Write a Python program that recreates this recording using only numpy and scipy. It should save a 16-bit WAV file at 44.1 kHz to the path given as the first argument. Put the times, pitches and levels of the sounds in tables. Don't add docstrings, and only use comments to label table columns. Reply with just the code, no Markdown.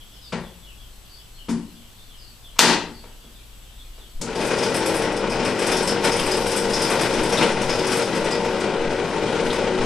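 import sys
import numpy as np
from scipy import signal
from scipy.fft import rfft, irfft, next_fast_len
from scipy.io import wavfile
from scipy.ndimage import uniform_filter1d

SR = 44100
rng = np.random.default_rng(int(sys.argv[2]) if len(sys.argv) > 2 else 0)


def gain_from_decibels(decibels):
    exponent = np.asarray(decibels, float) / 20
    return 10 ** exponent


def dump(signal):
    limited = np.clip(np.atleast_2d(signal).T, -1, 1)
    pcm = np.round(limited * 32767).astype(np.int16)
    wavfile.write(sys.argv[1], SR, pcm)


N = 434385
T = np.arange(N) / SR
SWITCH_S, FULL_SPEED_S = 4.213, 4.35

# frequency in Hz, left-right likeness (0 to 1).
NEAR_ALIKE = [(60, 0.61), (180, 1), (550, 0.97), (1650, 1), (4970, 0.64), (8500, 0.03), (15000, 0.031)]
# frequency in Hz, left-right likeness (0 to 1).
FAR_ALIKE = [(60, 0.79), (180, 0.67), (550, 0.39), (1650, 0.39), (4970, 0.4), (15000, 0.076)]


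def rms_one(x):
    return x / np.sqrt(np.mean(x ** 2) + 1e-20)


def at_hz(points, hz):
    table_hz, values = np.transpose(points)
    return np.interp(np.log(hz + 1e-3), np.log(table_hz), values)


def drift(rate):
    knots = rng.standard_normal(3000)
    return np.interp(T * rate * 2, np.arange(3000), knots) * 1.2


def noise(spectrum, alike, size=N):
    padded = next_fast_len(size)
    hz = np.arange(padded // 2 + 1) * SR / padded
    mid, side = rfft(rng.standard_normal((2, padded))) * gain_from_decibels(at_hz(spectrum, hz))
    likeness = np.clip(at_hz(alike, hz), 0, 1)
    both = np.sqrt(1 + likeness) * mid + np.sqrt(1 - likeness) * side * np.array([[1], [-1]])
    return rms_one(irfft(both, padded)[:, :size])


def band(x, low_hz, high_hz):
    edges_hz = [low_hz, min(high_hz, 0.45 * SR)]
    return signal.sosfilt(signal.butter(2, edges_hz, "band", fs=SR, output="sos"), x)


def resonate(x, hz, width_hz):
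    r = np.exp(-np.pi * width_hz / SR)
    poles = [1, -2 * r * np.cos(2 * np.pi * hz / SR), r * r]
    return signal.lfilter(np.array([1, 0, -1]) * (1 - r * r) / 2, poles, x + 1e-18)


def ring_modes(blows, modes):
    return sum(gain_from_decibels(level_db + 4.5) * resonate(blows, hz, np.log(1000) / np.pi / t60)
               for hz, level_db, t60 in modes)


def burst(s, ms, white, colour):
    t = T[:len(white)]
    phases = rfft(white * t * np.exp(-1000 * t / ms))
    hz = np.arange(len(phases)) * SR / len(white)
    at = round(s * SR)
    shape = irfft(phases / np.abs(phases) * gain_from_decibels(at_hz(colour, hz)))
    return slice(at, at + len(white)), shape[:N - at]


def room(x, alike, direct_db, build_ms):
    # frequency in Hz, time to fall 60 dB in seconds.
    decay_times = [(80, 0.93), (250, 0.52), (1000, 0.45), (4000, 0.4), (11000, 0.26)]
    size = SR
    t = T[:size]
    white = rfft(noise([(20, 0), (20000, 0)], alike, size=size))
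    octave = np.log2(np.arange(size // 2 + 1) + 1.0)
    tail = 0
    for centre in np.arange(5, 14.6, 0.5):
        share = np.maximum(1 - 2 * np.abs(octave - centre), 0)
        tail = tail + irfft(white * share, size) * gain_from_decibels(-60 * t / at_hz(decay_times, 2 ** centre))
    tail = tail * (1 - np.exp(-1000 * t / build_ms))
    tail = tail / np.sqrt(np.mean(np.sum(tail ** 2, axis=1)))
    tail[:, 0] = gain_from_decibels(direct_db)
    return signal.fftconvolve(x[None], tail, axes=1)[:, :N]


def air():
    # frequency in Hz, relative level in dB per Hz.
    air_colour = [(21, -31), (35, -1.5), (87, -14.5), (301, -22), (342, -24), (1280, -27.5), (2010, -30.5),
                  (3340, -26), (5010, -30), (7150, -32), (7910, -30), (8530, -32), (14900, -31.5)]
    return gain_from_decibels(-47.5) * noise(air_colour, FAR_ALIKE)


def drone():
    # start in seconds, relative level in dB, length in seconds.
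    puffs = [(4.144, -27.5, 0.075), (6.177, -32, 0.13), (6.6, -39, 0.2), (7.155, -31, 0.093),
             (7.45, -32, 0.32), (8.183, -35, 0.13), (8.748, -30, 0.2), (9.43, -30, 0.091),
             (9.778, -26, 0.1)]
    # frequency in Hz, left-right likeness (0 to 1).
    drone_alike = [(20, 0.99), (90, 0.8)]
    low_db = -48.5 + 7.5 * np.clip((T - FULL_SPEED_S) / 0.16, 0, 1)
    low = noise([(18, -26), (24, 29), (28, 36), (32, 6), (38, -37)], drone_alike)
    mains = noise([(38, -40), (47, -23), (50, 22.5), (54, -12), (70, -27), (90, -40.5)], drone_alike)
    swings = gain_from_decibels(-55) * noise([(2, -20), (5, 0), (14, 0), (22, -25), (40, -60)], FAR_ALIKE)
    for s, level_db, length in puffs:
        phase = np.clip((T - s) / length, 0, 1)
        swings = swings + gain_from_decibels(level_db + 4.0) * np.sin(np.pi * phase) * np.sin(2 * np.pi * phase)
    return gain_from_decibels(low_db) * low + gain_from_decibels(-53) * mains + swings


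def whine():
    # frequency in Hz, relative level in dB.
    whine_tones = [(113, -60), (7800, -65), (7827, -81)]
    return sum(gain_from_decibels(level_db + 2.0 + 1.9 * drift(16.0)) * np.sin(2 * np.pi * hz * T)
               for hz, level_db in whine_tones)


def birds():
    # start in seconds, length in seconds, starting pitch in Hz, relative level in dB.
    bird_notes = [(0.0, 0.019, 3400, -45.5), (0.111, 0.077, 3500, -54), (0.123, 0.026, 5170, -54),
                  (0.21, 0.028, 5100, -48), (0.23, 0.065, 4710, -49), (0.207, 0.073, 4000, -53),
                  (0.419, 0.061, 3660, -53), (0.616, 0.036, 3620, -52), (0.651, 0.058, 3110, -50),
                  (0.763, 0.082, 3500, -53), (1.037, 0.028, 3550, -58), (1.088, 0.077, 4620, -50),
                  (1.136, .05, 5100, -56), (1.17, 0.043, 3480, -51), (1.33, 0.044, 4280, -54),
                  (1.36, 0.067, 3260, -49), (1.75, 0.095, 3550, -56), (1.96, 0.058, 3950, -54),
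                  (2.08, 0.084, 3480, -53), (2.17, 0.038, 4980, -51), (2.18, 0.12, 4620, -52.5),
                  (2.423, 0.072, 3630, -49.5), (2.927, 0.064, 4650, -49.5), (3.202, 0.076, 3640, -58),
                  (3.332, 0.049, 3800, -53), (3.377, 0.031, 2650, -59), (3.634, 0.087, 3350, -58),
                  (3.765, 0.054, 3800, -51), (3.822, 0.038, 2620, -60), (3.93, .04, 4700, -60),
                  (3.976, .04, 3980, -53), (4, 0.071, 3500, -53)]
    chance = rng.random((85, 3))
    distant = [(4.3 * when, 0.07, 3000 + 1900 * pitch ** 2, -64 + 1.2 * loud) for when, pitch, loud in chance]
    flutter = 1 + 0.034 * drift(160)
    out = np.zeros(N)
    for s, length, first_hz, level_db in bird_notes + distant:
        t = T[:round(length * SR)]
        at = max(round(s * SR), 0)
        fall = 0.0286 if first_hz > 4000 else 0.15
        hz = first_hz * (1 - fall * t / length) * flutter[at:at + len(t)]
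        swell = np.sqrt(np.sin(np.pi * t / length))
        out[at:at + len(t)] += gain_from_decibels(level_db + 4.0) * swell * np.sin(2 * np.pi * np.cumsum(hz) / SR)
    return out


def knocks():
    # start in seconds, relative level in dB, strongest pitch in Hz,
    # fall above it in dB per octave, time constant of the contact in ms.
    blow_list = [(0.322, -26.5, 1490, 7.5, 5.7), (0.323, -14, 180, 13.5, 5.1), (0.326, -18.5, 550, 11, 4.5),
                 (1.483, -6, 233, 19, 9), (1.484, -27, 880, 7.5, 5.7), (1.489, -39.5, 5960, -2.5, 9.4),
                 (2.557, -38.5, 900, 6.5, 9.9), (2.587, -29, 2500, 5, 0.96), (2.5911, 3, 756, 1.4, 0.95),
                 (2.6, 0.5, 290, 10, 15), (3.037, -36.5, 600, 7.5, 3.3), (3.24, -39, 250, 8, 2.9),
                 (3.977, -41.5, 400, 6, 6.5), (4.197, -19.5, 110, 11, 6.5), (4.2119, -24.5, 248, 5.5, 4.5),
                 (4.2129, -29, 7340, 9.5, 3.2)]
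    # frequency in Hz, relative level in dB, time to fall 60 dB in seconds.
    bench_modes = [(69, 9, 0.97), (177.4, -1.5, 0.15), (234.4, 6, 0.28), (290, 0, 0.18), (350, -2.5, 0.11),
                   (469, -7, 0.23), (550, -20, 0.16), (900, -1, 0.021), (4560, -12, 0.004)]
    vise_modes = [(1090, -4, .03), (2250, -5.5, 0.034), (3500, -6, .02), (5250, 1, .025)]
    # frequency in Hz, gain in dB.
    radiation = [(60, -43), (130, 3.5), (250, -2.7), (480, 4.2), (700, -3.5), (1300, 0), (2500, 2.5),
                 (8000, 1), (13000, -10)]
    blows = np.zeros(N)
    white = rng.standard_normal((len(blow_list), 4096))
    hz = np.geomspace(60, 13000, 48)
    for (s, level_db, top_hz, fall_db, ms), w in zip(blow_list, white):
        octaves = np.log2(hz / top_hz)
        rise_db = max(7.5, fall_db)
        colour_db = level_db + np.minimum(rise_db * octaves, -fall_db * octaves) + at_hz(radiation, hz)
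        where, shape = burst(s, ms, w, np.transpose([hz, colour_db]))
        fade = np.minimum((len(w) - np.arange(len(w))) / len(w) * 2, 1)
        blows[where] += gain_from_decibels(34.5) * shape * fade
    bench = ring_modes(blows, bench_modes)
    vise = ring_modes(blows, vise_modes)
    return room(blows + bench, NEAR_ALIKE, direct_db=-4.0, build_ms=1.5) + vise


def scrapes():
    # start in seconds, relative level in dB, pitch in Hz, time constant in ms.
    rubs = [(7.37, -20.5, 3570, 7.4), (7.412, -22, 2230, 9), (7.422, -20, 2940, 5.8), (6.9, -23, 750, 15),
            (6.19, -22, 2750, 7), (9.5, -23, 3600, 7.2)]
    out = np.zeros(N)
    white = rng.standard_normal((len(rubs), 4096))
    for (s, level_db, hz, ms), w in zip(rubs, white):
        x = 1000 * T[:len(w)] / ms
        at = round(s * SR)
        rub = resonate(resonate(w * x * np.exp(-x), hz, 900), hz, 900)
        out[at:at + len(w)] += gain_from_decibels(level_db + 24.5) * rub
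    return gain_from_decibels(-12.5) * room(out, NEAR_ALIKE, direct_db=6.0, build_ms=3.7)


def chatter(loose_db):
    # start in seconds, relative level in dB, relative level of the low thud in dB,
    # relative level of the treble in dB, centre of the main ring in Hz.
    strikes = [(4.3522, -22.5, -16, -15, 4790), (4.413, -28, 6, -12, 4830), (4.46, -31, -14, -4, 5100),
               (4.5082, -20.5, 1, -17, 4600), (4.582, -21, -16, -15, 5210),
               (4.6278, -18.5, -2.5, -14, 5100), (4.7416, -20.5, -0.5, -6, 5300), (4.76, -28, -18, 2, 5200),
               (4.8266, -36, -11, -14, 5110), (4.8579, -17.5, -5, -6.5, 5170),
               (4.9412, -23.5, 2.5, -8, 5070), (4.961, -30, -9, 1, 5150), (5.017, -23, 0, -11, 5400),
               (5.119, -29, -18, -11, 5570), (5.1637, -22.5, -19, -14.5, 5250),
               (5.296, -25.5, -4, -12, 5300), (5.315, -25.5, 2, -12, 5020), (5.39, -31, -14, -21, 5260),
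               (5.447, -20.5, 1, -10.5, 5250), (5.588, -20, -2.5, -11, 5540), (5.62, -21.5, 0.5, -12, 5230),
               (5.6642, -17.5, -8, -9.5, 5320), (5.7148, -15.5, -5, -9.5, 5260),
               (5.765, -14, -16, -12.5, 5250), (5.822, -26.5, -11, -3.5, 5020),
               (5.8731, -15.5, -10, -11, 5250), (6.0419, -19.5, 1.5, -6.5, 5300),
               (6.1157, -19.5, -4, -11, 5250), (6.163, -22.5, -4, -5.5, 5370),
               (6.1917, -16.5, -5.5, -10, 4960), (6.261, -26, 4.5, -6, 5160),
               (6.311, -15.5, -10, -14.5, 5000), (6.365, -30, -20, -1, 5530), (6.419, -35, -11, -14, 5240),
               (6.466, -22.5, -25, -7, 5230), (6.5126, -19, -6, -9.5, 5300), (6.561, -18, -7, -7, 5200),
               (6.698, -25, -5, -10, 5100), (6.732, -14.5, -24, -16, 5240), (6.816, -17.5, -23, -8, 5200),
               (6.8988, -18.5, 0, -8.5, 5950), (7.009, -17, -0.5, -10, 5250),
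               (7.135, -20.5, -2.5, -15, 5500), (7.231, -21, -7, -10.5, 4940), (7.291, -28, -12, -6, 5020),
               (7.321, -19.5, -2, -9, 5540), (7.372, -22.5, -14, -5, 5350), (7.4256, -23.5, 1, -6, 5500),
               (7.514, -22.5, -4, -17, 5720), (7.568, -30, 7, -21, 4600), (7.614, -25.5, -12, -9, 5540),
               (7.6935, -17.5, -4, -20, 5250), (7.789, -21, -10, -18, 4870), (7.8653, -21, -6, -8, 5350),
               (7.9156, -16.5, -4, -11.5, 5170), (7.966, -23, -22, -4, 5260), (8.0182, -19, -23, -17, 5020),
               (8.1479, -22.5, -1.5, -12, 5020), (8.241, -24.5, -0.5, -11, 5500),
               (8.309, -20, -7.5, -16, 5010), (8.447, -26.5, 2.5, -15, 5530), (8.6, -24.5, -4, -17, 4840),
               (8.899, -27, 1, -23, 5120), (9.526, -24.5, 2.5, -12, 5000)]
    # frequency in Hz, width in Hz, relative level in dB.
    steel_parts = [(2520, 16, -2.5), (3550, 250, -10), (4620, 97, -2), (4830, 100, -3), (5020, 120, 2),
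                   (5250, 140, 3), (5400, 75, -3), (5540, 210, -2), (5940, 160, -3.5), (6460, 390, -11.5),
                   (7670, 240, -11), (8190, 360, -4.5), (9040, 280, -11), (9330, 240, -5.5),
                   (10030, 230, -13.5), (10990, 220, -7)]
    count = len(steel_parts)
    white = rng.standard_normal((len(strikes), 2048))
    catch_db = 3.5 * rng.standard_normal((len(strikes), count))
    scratch, struck = np.zeros(N), np.zeros((count, N))
    parts_hz = np.array(steel_parts)[:, 0]
    main = (parts_hz > 4000) & (parts_hz < 6200)
    for (s, level_db, low_db, high_db, ring_hz), w, catch in zip(strikes, white, catch_db):
        thud = [(100, low_db - 38), (300, low_db + 8.5), (1000, low_db + 1.5), (2500, low_db - 0.5)]
        treble = np.array([(3800, -10.5), (5300, -11.0), (7000, -11.0),
                           (8300, high_db), (11000, high_db - 4.5), (13000, high_db - 5.5)])
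        where, shape = burst(s, 6.8, w, thud + list(treble))
        off_db = main * np.minimum(23 * np.abs(parts_hz - ring_hz) / 1000, 12)
        struck[:, where] += gain_from_decibels(level_db + 34.0 + catch - off_db)[:, None] * shape
        dull = thud + list(treble + [0, -10])
        scratch[where] += gain_from_decibels(level_db + 30.0) * burst(s, 4.8, w, dull)[1]

    sizes = gain_from_decibels(4.0 * np.minimum(rng.exponential(1, N), 3)) * rng.choice([-1, 1], N)
    grains_per_s = 1500 * gain_from_decibels(3.0 * drift(15))
    patter = gain_from_decibels(loose_db + 0.5) * rms_one(sizes * (rng.random(N) < grains_per_s / SR))
    in_play = np.array([gain_from_decibels(4.0 * drift(16)) for _ in steel_parts])
    hit = rng.integers(0, count, N) == np.arange(count)[:, None]
    struck += gain_from_decibels(-0.3) * in_play * patter * hit
    rings = sum(gain_from_decibels(level_db + 6.5) * resonate(x, hz, width_hz)
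                for x, (hz, width_hz, level_db) in zip(struck, steel_parts))
    out = scratch + gain_from_decibels(-15.5) * band(patter, 2400, 19000) + rings
    out = signal.sosfilt(signal.butter(4, 12800, fs=SR, output="sos"), out)
    return gain_from_decibels(-0.5) * room((T > SWITCH_S) * out, NEAR_ALIKE, direct_db=-0.9, build_ms=2.9)


def vibration_db():
    # peak in seconds, change in dB, time to rise and again to fall in seconds.
    shudders = [(5.15, 1, 0.35), (5.744, 3.5, 0.1), (6.075, 8.5, 0.043), (6.945, 2, 0.35), (7.416, 8, 0.13),
                (7.945, 3, 0.17), (8.798, -0.5, 0.27), (9.467, 1, 0.23), (9.85, 2, 0.091)]
    rise_db = -10 * np.exp(-np.maximum(T - SWITCH_S, 0) / 0.068)
    return rise_db + sum(change_db * np.maximum(1 - np.abs(T - s) / length, 0) for s, change_db, length in shudders)


def housing(loose_db):
    # frequency in Hz, relative level in dB per Hz.
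    rumble_colour = [(59, -66), (86, -43), (100, -16), (242, -7), (273, -13.5), (312, -8.5), (344, -10.5),
                     (364, -8.5), (398, -10.5), (447, 0), (460, -5), (484, -4), (501, -18), (536, -3.5),
                     (683, -16.5), (910, -9.5), (1040, -21.5), (1400, -15), (1820, -46), (3080, -120)]
    # frequency in Hz, relative level in dB per Hz.
    hiss_colour = [(590, -4.5), (1000, 1.5), (1240, -11), (1460, 3), (1710, -3), (1940, -0.5), (2130, -2),
                   (2450, -0.5), (2720, -3.5), (2950, -2), (3400, -5.5), (4130, -6.5), (4400, -9),
                   (5110, -8.5), (7130, -15), (9520, -18), (13000, -60)]
    shake_db = 0.5 * drift(14) + 1.3 * drift(45)
    rumble = gain_from_decibels(-28 + shake_db) * noise(rumble_colour, NEAR_ALIKE)
    hiss = noise(hiss_colour, NEAR_ALIKE)
    top = band(hiss, 3200, 23000)
    hiss = hiss + top * (gain_from_decibels(9.5 + 0.3 * loose_db) - 1)
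    hiss = gain_from_decibels(-25.5 + 0.18 * loose_db + 1.1 * shake_db) * hiss
    return (T > SWITCH_S) * gain_from_decibels(vibration_db()) * (rumble + hiss)


def motor_hum():
    # multiple of the shaft rate, relative level in dB.
    hum_lines = [(4, -14.5), (5, -8.5), (6.58, -8.5), (8, -6), (9, -13.5), (10, -4.5), (12, -8), (13, -1.5),
                 (15, 1.5), (16, -9.5), (17, -6), (18, -14), (19, 3.5), (21, -4), (22, -5.5), (23, -13),
                 (24, -6), (25, -12.5), (28, -10), (30, -8.5), (32, -13), (33, -15.5), (35, -16),
                 (36, -4.5), (37, -8.5), (40, -10.5), (44, -11), (58, -20), (60, -17), (64, -14),
                 (78, -12.5), (82, -18), (98, -14)]
    shaft_hz = 24.85 * (1 + 0.00075 * drift(1.465))
    turns = np.cumsum(shaft_hz) / SR
    lines = np.zeros(N)
    for multiple, level_db in hum_lines:
        cycles = multiple * turns + 0.04 * drift(4) + rng.random()
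        lines += gain_from_decibels(level_db + 3 * drift(6)) * np.sin(2 * np.pi * cycles)
    return gain_from_decibels(-26) * rms_one(lines) * np.clip((T - FULL_SPEED_S) / 0.017, 0, 1)


def scene():
    # time in seconds, looseness in dB.
    looseness = [(4.22, -60), (4.33, -44), (4.42, -27.5), (4.78, -30), (5.04, -32), (5.19, -52),
                 (5.41, -35), (5.49, -33), (5.74, -32), (5.92, -30), (5.98, -45), (6.03, -28), (6.06, -27),
                 (6.95, -26), (7.41, -32.5), (7.96, -27), (8.06, -32), (8.72, -41.5), (9.52, -34),
                 (9.66, -39.5), (9.85, -34)]
    loose_db = np.interp(T, *np.transpose(looseness))
    far = air() + drone() + whine()
    far = far + room(birds(), FAR_ALIKE, direct_db=-9, build_ms=5.0)
    near = knocks() + scrapes() + chatter(loose_db) + housing(loose_db) + motor_hum()
    sides = np.array([[0.5], [-0.5]])
    return near * gain_from_decibels(4.5 * sides) + far * gain_from_decibels(2 * sides)


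def drop_faint_treble(x):
    edges_hz = [9600, 10100, 10600, 11200, 11800, 12200, 12700, 13400, 14200, 16500]
    size = next_fast_len(N)
    spectrum = rfft(x, size)
    hz = np.arange(size // 2 + 1) * SR / size
    whole = irfft(spectrum * (hz > 100), size)[:, :N]
    whole_power = uniform_filter1d(np.mean(whole ** 2, axis=0), size=2048)
    out = irfft(spectrum * (hz < edges_hz[0]), size)[:, :N]
    for low, high in zip(edges_hz, edges_hz[1:]):
        part = irfft(spectrum * (hz >= low) * (hz < high), size)[:, :N]
        per_hz = uniform_filter1d(np.mean(part ** 2, axis=0), size=1024) / (high - low)
        margin_db = 67.5 if low < 11800 else 57
        margin_db = margin_db + 3.5 * drift(11)
        above_db = 10 * np.log10(np.abs(per_hz / whole_power) + 1e-20) + margin_db
        out += part * uniform_filter1d(np.clip(above_db / 2 + 0.5, 0, 1), size=512)
    return out


def band_limit(x):
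    return signal.sosfilt(signal.butter(12, 15910, fs=SR, output="sos"), x)


def record(dry):
    knee_db, release_db_per_s, attack_ms = -0.5, 146, 0.5
    firmness = 0.75
    level_db = 20 * np.log10(np.abs(dry).max(axis=0) + 1e-9)
    held_db = np.maximum.accumulate(level_db + release_db_per_s * T) - release_db_per_s * T
    r = np.exp(-1000 / (attack_ms * SR))
    duck_db = signal.lfilter([1 - r], [1, -r], firmness * np.maximum(held_db - knee_db, 0))
    clipped = np.clip(dry * gain_from_decibels(-duck_db), -1, 1)
    top_cut = signal.cheby2(12, 60, 15700, fs=SR, output="sos")
    limited = signal.sosfilt(top_cut, clipped)
    return band_limit(drop_faint_treble(limited))


dry = scene()
out = record(dry)
dump(out)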